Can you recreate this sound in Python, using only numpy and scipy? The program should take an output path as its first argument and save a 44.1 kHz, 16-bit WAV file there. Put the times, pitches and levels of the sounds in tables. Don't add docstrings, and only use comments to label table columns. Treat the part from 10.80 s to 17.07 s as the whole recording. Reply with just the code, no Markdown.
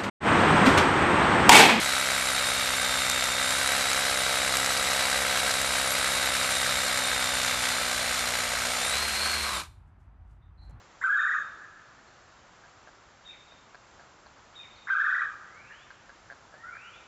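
import sys
import numpy as np
from scipy import signal
from scipy.fft import rfft, irfft, next_fast_len
from scipy.io import wavfile
from scipy.ndimage import uniform_filter1d, minimum_filter1d

SR = 44100
rng = np.random.default_rng(int(sys.argv[2]) if len(sys.argv) > 2 else 0)


def generate_wav(signal):
    frames = np.transpose(np.atleast_2d(signal))
    scaled = np.clip(frames, -1, 1) * 32767
    pcm = np.round(scaled).astype(np.int16)
    wavfile.write(sys.argv[1], SR, pcm)


N = 276507

# start and length in seconds, starting, top and closing
# pitch in Hz, relative level in dB, squareness (2 is round, more is flat-topped).
CHURR_ARCHES = [ (0.2382, .028, 1290, 1568, 1404, -20.5, 4), (.289, 0.031, 1310, 1646, 1417, -20.5, 2.4),
                (0.322, 0.04, 1406, 1705, 1482, -18.5, 3), (0.380, 0.029, 1227, 1835, 1339, -20, 2),
                (.428, 0.030, 1276, 1820, 1334, -22.5, 1.8), (0.465, .036, 1252, 1908, 1296, -22, 2.2),
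                (0.512, .031, 1487, 1927, 1270, -23, 3.02), (0.561, 0.029, 1218, 1840, 1500, -24, 3.42),
                (0.598, 0.027, 1383, 1726, 1505, -30.5, 2.87), (4.1004, 0.04, 1287, 1588, 1337, -22, 6.24),
                (4.152, 0.028, 1267, 1635, 1386, -24.5, 2.4), (4.195, 0.031, 1310, 1754, 1349, -23, 2.2),
                (4.238, .036, 1206, 1855, 1335, -22.5, 2), (4.293, .030, 1296, 1888, 1297, -22.5, 2),
                (4.339, 0.024, 1413, 1944, 1396, -23, 2), (4.379, 0.033, 1230, 1934, 1450, -24, 2.98),
                (4.4316, 0.029, 1248, 1853, 1542, -26, 3.57), (4.467, 0.026, 1428, 1680, 1443, -34.5, 3.44)]
# start and length in
# seconds, starting and closing pitch in Hz, relative level in dB.
CHURR_FLICKS = [ (0.2137, 0.00908, 1363, 2158, -30.5), (0.2239, 0.0105, 1741, 2383, -28.5),
                (0.232, 0.0053, 1023, 1208, -42.5), (.268, .008, 1258, 1398, -25.5),
                (0.280, 0.0054, 1279, 1577, -23), (0.361, 0.0054, 1296, 1616, -27),
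                (0.373, 0.0061, 1241, 1713, -24), (0.416, 0.0082, 1300, 1747, -25),
                (0.501, 0.0079, 1359, 1796, -24), (0.547, .008, 1198, 1676, -22.5),
                (4.0717, 0.0074, 1303, 2085, -33.5), (4.083, 0.0125, 1455, 2550, -30),
                (4.0927, 0.0055, 1027, 1209, -35.5), (4.142, 0.006, 1228, 1408, -28.5),
                (4.183, .007, 1326, 1668, -23.5), (4.229, 0.0081, 1263, 1546, -29.5),
                (4.28, 0.013, 1264, 1864, -25.5), (4.327, 0.01, 1391, 1826, -23.5),
                (4.364, .008, 1322, 1784, -23.5), (4.418, .008, 1216, 1846, -22)]
def syllables(start, end, overlap_s=0.0023, flick_harsh_db=5.5):
    rows = [(*row, 0) for row in CHURR_ARCHES]
    for s, length, low, high, db in CHURR_FLICKS:
        rows.append((s, length, low, (low + high) / 2, high, db, 1, flick_harsh_db))
    pitch, weight, effort, harsh_db = np.zeros((4, N))
    for s, length, start_hz, mid_hz, close_hz, db, squareness, extra_db in rows:
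        if not start - .5 < s < end:
            continue
        age = np.arange(-overlap_s, length + overlap_s, 1 / SR)
        u = np.clip(2 * age / length - 1, -1, 1)
        arch = mid_hz + (np.where(u < 0, start_hz, close_hz) - mid_hz) * abs(u) ** squareness
        edge = np.clip((np.minimum(age, length - age) + overlap_s) / (2 * overlap_s), 0, 1)
        fade = np.sin(np.pi / 2 * edge) ** 2
        add(pitch, s - overlap_s, fade * arch)
        add(weight, s - overlap_s, fade)
        add(harsh_db, s - overlap_s, fade * extra_db)
        add(effort, s - overlap_s, fade * gain_of(db))
    return pitch / (weight + 1e-9), effort, harsh_db


# time of the first arch and end in seconds, relative
# overtone and rasp levels in dB.
FEEDER_CHURRS = [(0.242, 0.63, -1.5, -35), (4.1, 4.5, 1.5, -29)]
# frequency in Hz, gain in dB.
THROAT_GAIN = [(700, -36.5), (980, -19), (1150, 1.5), (1350, -4), (1550, -1.5), (1720, -2.5), (1850, -10),
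               (2050, -6.5), (2250, -7.5), (2700, -16)]
OVERTONE_GAIN = [(2150, -19), (2480, -21), (2850, -59.5), (3150, -39), (3600, -37.5), (3850, -40.5),
                 (4300, -55.5), (5300, -49.5), (7500, -52.5)]
# frequency in Hz, relative level in dB.
RASP_SPECTRUM = [(500, -31), (1000, -1.5), (1600, 0), (2450, -1.5), (2850, -20.5), (3200, -9), (3800, -6),
                 (4200, -20), (5400, -21.5), (7300, -31.5)]
def churr(start, end, overtone_db, rasp_db, jitter=0.004, lead_s=0.005, clearing_s=0.036):
    hz, effort, harsh_db = syllables(start, end)
    phase = 2 * np.pi * np.cumsum(hz * (1 + jitter * wander(rate_hz=810))) / SR
    swing = np.sqrt(2) * effort * gain_of(wander(rate_hz=290))
    hoarse = np.clip(1 - (np.arange(N) / SR - start + lead_s) / clearing_s, 0, 1)
    grainy = sum(np.sin(k * phase + 0.81 * wander(rate_hz=230)) for k in range(2, 5))
    upper = gain_of(overtone_db + harsh_db - 1.5 * hoarse) * grainy
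    lower = np.sin(phase) + gain_of(-0.5 * hoarse - 33 * (1 - hoarse)) * np.sin(phase / 2)
    voice = coloured(swing * lower, THROAT_GAIN) + coloured(swing * upper, OVERTONE_GAIN)
    return voice + effort * gain_of(rasp_db) * noise(RASP_SPECTRUM)


# time in seconds, centre in Hz, level in dB.
HISS_PATH = [(.21, 7400, -60.5), (.27, 7420, -64.5), (0.338, 7220, -69), (0.401, 6895, -63),
             (0.502, 7000, -64.5), (0.58, 6660, -62.5), (0.63, 6670, -72.5)]
def thin_hiss(width_hz=480):
    s, hz, db = np.transpose(HISS_PATH)
    t = np.arange(N) / SR
    level = np.interp(t, s, gain_of(db), left=0, right=0)
    phase = 2 * np.pi * np.cumsum(np.interp(t, s, hz)) / SR
    return level * wander(width_hz) * np.sqrt(2) * np.sin(phase)


# start in seconds, relative level in dB, number of
# pulses, their spacing in seconds, low mode and dry click in dB against the high mode.
CLUCKS_AND_TAPS = [ (1.837, -45, 2, 0.0056, -16, -14), (1.8497, -45.5, 2, 0.0105, -3, -9),
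                   (2.073, -41, 3, 0.0081, -3, -16), (2.722, -45, 1, .008, 1, -6),
                   (2.9459, -41.5, 2, 0.0068, -5, -3), (3.195, -42, 1, 0.008, -6, -8),
                   (3.2025, -47, 2, 0.007, -4, -8), (3.4608, -47.5, 2, 0.0061, -2, 0),
                   (4.7748, -43, 1, .008, -15, -11), (5.1047, -35.5, 2, 0.0069, -21, -13),
                   (5.2937, -39, 2, .0072, -14, -11), (5.5004, -31.5, 2, 0.0076, -14, -38),
                   (5.515, -35, 2, 0.0091, -9.5, -13), (5.7403, -44, 3, .0065, 1.5, -13),
                   (5.9522, -35, 1, 0.008, -20, -22), (5.968, -34.5, 1, 0.008, -13, -19)]
# frequency in Hz, seconds to fall 60 dB.
PULSE_MODES = [(1610, 0.014), (655, 0.014)]
def clucks_and_taps(level_db=6, pulse_fade_db=-1.5, rise_s=0.0011, click_decay_s=0.0019):
    rings, clicks = np.zeros((2, N))
    t = np.arange(SR // 50) / SR
    for s, db, pulses, spacing, low_db, click_db in CLUCKS_AND_TAPS:
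        for k in range(round(pulses)):
            size = gain_of(level_db + db + k * pulse_fade_db) * (1 - np.exp(-t / rise_s))
            detune = 1 + 0.01 * rng.standard_normal()
            ring = sum(gain_of(mode_db - 60 * t / t60) * np.sin(2 * np.pi * hz * detune * t)
                       for (hz, t60), mode_db in zip(PULSE_MODES, (0, low_db)))
            add(rings, s + k * spacing, size * ring)
            add(clicks, s + k * spacing, size * gain_of(click_db) * np.exp(-t / click_decay_s))
    return rings + dry_clicks(clicks)


# frequency in Hz, relative level in dB.
CLICK_SPECTRUM = [(300, -2.5), (900, 11.5), (2200, -1.5), (3200, -14), (4500, 4), (7000, -39)]
def dry_clicks(envelope):
    return envelope * noise(CLICK_SPECTRUM)


# time in seconds, relative
# level in dB.
FAR_CHIPS = [(0.374, -50), (2.458, -51), (3.76, -49.5)]
FAR_TICKS = [(1.278, -61.5), (3.962, -56.5)]
# seconds from the call's
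# time, pitch in Hz, relative level in dB.
CHIP_PATH = [(-0.033, 1750, -26), (-0.021, 2500, -22), (-0.014, 3200, -14), (-0.008, 3450, -15),
             (-0.004, 3760, -5), (0.004, 3770, -2), (0.02, 3590, 1), (0.029, 3720, -5), (0.038, 3630, -3),
             (0.048, 3790, -2), (0.062, 3620, -7), (0.068, 3000, -19), (0.075, 2300, -4),
             (0.088, 1700, -16)]
SIDE_TONE_PATH = [(0.026, 2700, -18), (0.042, 2540, -9), (0.056, 2300, -25.5)]
TICK_PATH = [(-0.005, 4720, -12), (0, 4250, 0), (0.005, 3880, -12)]
def songbird_chips():
    def notes(calls, path):
        return [[(s + age, hz, db + rel_db) for age, hz, rel_db in path] for s, db in calls]

    main = notes(FAR_CHIPS, CHIP_PATH) + notes(FAR_TICKS, TICK_PATH)
    side = notes(FAR_CHIPS, SIDE_TONE_PATH)
    return sing(main, waver=0.0082, overtone_db=-27.5) + sing(side, waver=0.04, overtone_db=-41)


# start and length in seconds, starting and final pitch in Hz,
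# relative level in dB, time of a brief break in seconds.
FAR_WHISTLES = [(4.654, 0.4, 1858, 3734, -64, 4.908), (5.713, 0.48, 1611, 3890, -60.5, 6.122)]
def rising_whistles(octaves_per_s=2.1, curl=3.5, break_db=-22, break_half_s=0.011):
    u = np.linspace(0, 1, 40)
    notes = []
    for s, length, start_hz, final_hz, db, break_s in FAR_WHISTLES:
        t = s + u * length
        steady = octaves_per_s * length
        octaves = steady * u + (np.log2(final_hz / start_hz) - steady) * u ** curl
        octaves += 0.006 * rng.standard_normal(len(u))
        dip_db = break_db * np.exp(-((t - break_s) / break_half_s) ** 2)
        arch_db = -20 * (u - 0.48) ** 2
        notes.append(np.transpose([t, start_hz * 2 ** octaves, db + dip_db + arch_db]))
    return sing(notes, waver=0.021, overtone_db=-30)


# start and length in seconds, top pitch in Hz, relative level in dB.
FAR_LOW_NOTES = [(0.798, 0.052, 1750, -41.5), (4.89, 0.056, 1797, -44), (5.826, 0.095, 1463, -39.5),
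                 (5.908, 0.048, 1370, -43), (6.022, 0.081, 1420, -47), (6.136, 0.083, 1402, -53)]
def low_notes(droop=0.089, ends_db=-9.5):
    u = np.linspace(0, 1, 15)
    ends = (2 * u - 1) ** 2
    notes = [np.transpose([s + u * length, top_hz * (1 - droop * ends), db + ends_db * ends])
             for s, length, top_hz, db in FAR_LOW_NOTES]
    return sing(notes, waver=0.041, overtone_db=-43)


def sing(notes, waver, overtone_db):
    out = np.zeros(N)
    drift = 1 + waver * wander(rate_hz=262)
    for note in notes:
        s, hz, db = np.transpose(note)
        t = np.arange(s[0], s[-1], 1 / SR)
        pitch = np.interp(t, s, hz) * drift[round(s[0] * SR):][:len(t)]
        phase = 2 * np.pi * np.cumsum(pitch) / SR
        tone = np.sin(phase) + gain_of(overtone_db) * np.sin(2 * phase)
        level = gain_of(np.interp(t, s, db)) * signal.windows.tukey(len(t), .1)
        add(out, s[0], np.sqrt(2) * level * tone)
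    return out


# delay in seconds, relative gain.
NEAR_SURFACES = [(.0073, 0.44), (.0164, 0.16), (.0317, 0.11), (.043, 0.08), (.06, .09), (.079, 0.05),
                 (0.0972, 0.11), (.123, 0.088)]
# frequency in Hz, gain in dB.
BEAK_OFF_AXIS = [(900, -2.5), (1200, 8), (1500, -1.5), (1900, -6), (2400, 6), (5000, 2)]
def feeder_echoes(x):
    spread = coloured(x, BEAK_OFF_AXIS)
    out = gain_of(-12) * foliage(spread, decay=0.26, build_s=0.0059)
    out += gain_of(-16) * foliage(spread, decay=0.71, build_s=0.0019)
    for delay, gain in NEAR_SURFACES:
        add(out, delay, gain * spread)
    return out


def distant(x, direct_db, scatter_db, tail_db):
    scatter = foliage(x, decay=0.049, build_s=0.0058)
    tail = foliage(x, decay=0.8, build_s=0.0032)
    return gain_of(direct_db) * x + gain_of(scatter_db) * scatter + gain_of(tail_db) * tail


# frequency in Hz, ring time as a multiple of decay.
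FOLIAGE_RING = [(500, 3.7), (1500, 2.25), (2600, 2.08), (3700, 1.1), (7500, 1.1)]
def foliage(x, decay, build_s):
    taps = rng.standard_normal(2 * SR) * (rng.random(2 * SR) < 2500 / SR)
    hz, t, bands = signal.stft(taps, SR, nperseg=256)
    t60 = decay * curve_at(FOLIAGE_RING, hz)[:, None]
    envelope = gain_of(-60 * t / t60) * (1 - np.exp(-t / build_s))
    tail = signal.istft(bands * envelope, SR, nperseg=256)[1]
    return signal.fftconvolve(x, tail / np.linalg.norm(tail))[:N]


# frequency in Hz, relative level in dB.
AIR_SPECTRUM = [(15, -42.5), (25, -3.5), (103, 0.5), (178, -3.5), (294, -5), (331, -3.5), (441, -5),
                (560, -2.5), (646, -2.5), (746, -2), (802, -1.5), (1320, -0.5), (2470, -10.5), (4080, -14),
                (7590, -15), (9870, -80), (16700, -120)]
BASS_DROPOUTS = [(0.252, 0.566), (4.138, 4.42)]
def outdoor_wash(level_db=-56, swell_db=.5, dropout_db=-43.5, bass_hz=210):
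    air = gain_of(level_db + swell_db * wander(rate_hz=2.8)) * noise(AIR_SPECTRUM)
    bass = signal.sosfiltfilt(signal.butter(8, bass_hz, fs=SR, output="sos"), air)
    t = np.arange(N) / SR
    dropped = sum(1. * ((t > start) & (t < end)) for start, end in BASS_DROPOUTS)
    bass_gain = gain_of(dropout_db * uniform_filter1d(dropped, size=1500))
    return air + (bass_gain - 1) * bass


def gain_of(db):
    return 10 ** (np.asarray(db) / 20)


def unit_rms(x):
    return x / np.sqrt(np.mean(x ** 2) + 1e-20)


def curve_at(points, hz):
    f, value = np.transpose(points)
    return np.interp(np.log(hz + 1), np.log(f + 1), value)


def add(mix, s, sound):
    part = mix[round(s * SR):][:len(sound)]
    part += sound[:len(part)]


def coloured(x, spectrum):
    size = next_fast_len(N, True)
    gain = gain_of(curve_at(spectrum, np.fft.rfftfreq(size, 1 / SR)))
    return irfft(rfft(x, size) * gain, size)[:N]


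def noise(spectrum):
    return unit_rms(coloured(rng.standard_normal(N), spectrum))


def wander(rate_hz, step=8):
    size = next_fast_len(N // step + 1, True)
    f = np.fft.rfftfreq(size, step / SR)
    coarse = irfft(rfft(rng.standard_normal(size)) * np.exp(-(f / rate_hz) ** 2), size)
    return np.interp(np.arange(N), step * np.arange(size), unit_rms(coarse))


def scene():
    loud = sum(churr(*row) for row in FEEDER_CHURRS) + thin_hiss()
    soft = clucks_and_taps()
    near = loud + soft + feeder_echoes(loud + .5 * soft)
    chips, rising, low = songbird_chips(), rising_whistles(), low_notes()
    rising *= gain_of(2.2 * wander(rate_hz=40))
    far = distant(chips, direct_db=-0.5, scatter_db=2, tail_db=1.5)
    add(far, 0.22, gain_of(-14.5) * far)
    far += distant(rising, direct_db=4, scatter_db=-12, tail_db=3)
    far += distant(low, direct_db=-7, scatter_db=-11.5, tail_db=-10)
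    return (near + far + outdoor_wash())[None]


def record(dry, ceiling_db=-17.8, edge_hz=7700):
    wanted = np.minimum(1, gain_of(ceiling_db) / (abs(dry) + 1e-9))
    gain = uniform_filter1d(minimum_filter1d(wanted, size=400), size=400)
    lowpass = signal.firwin(601, edge_hz, window=("kaiser", 8), fs=SR)
    return signal.oaconvolve(dry * gain, lowpass[None], "same")


dry = scene()
out = record(dry)
generate_wav(out)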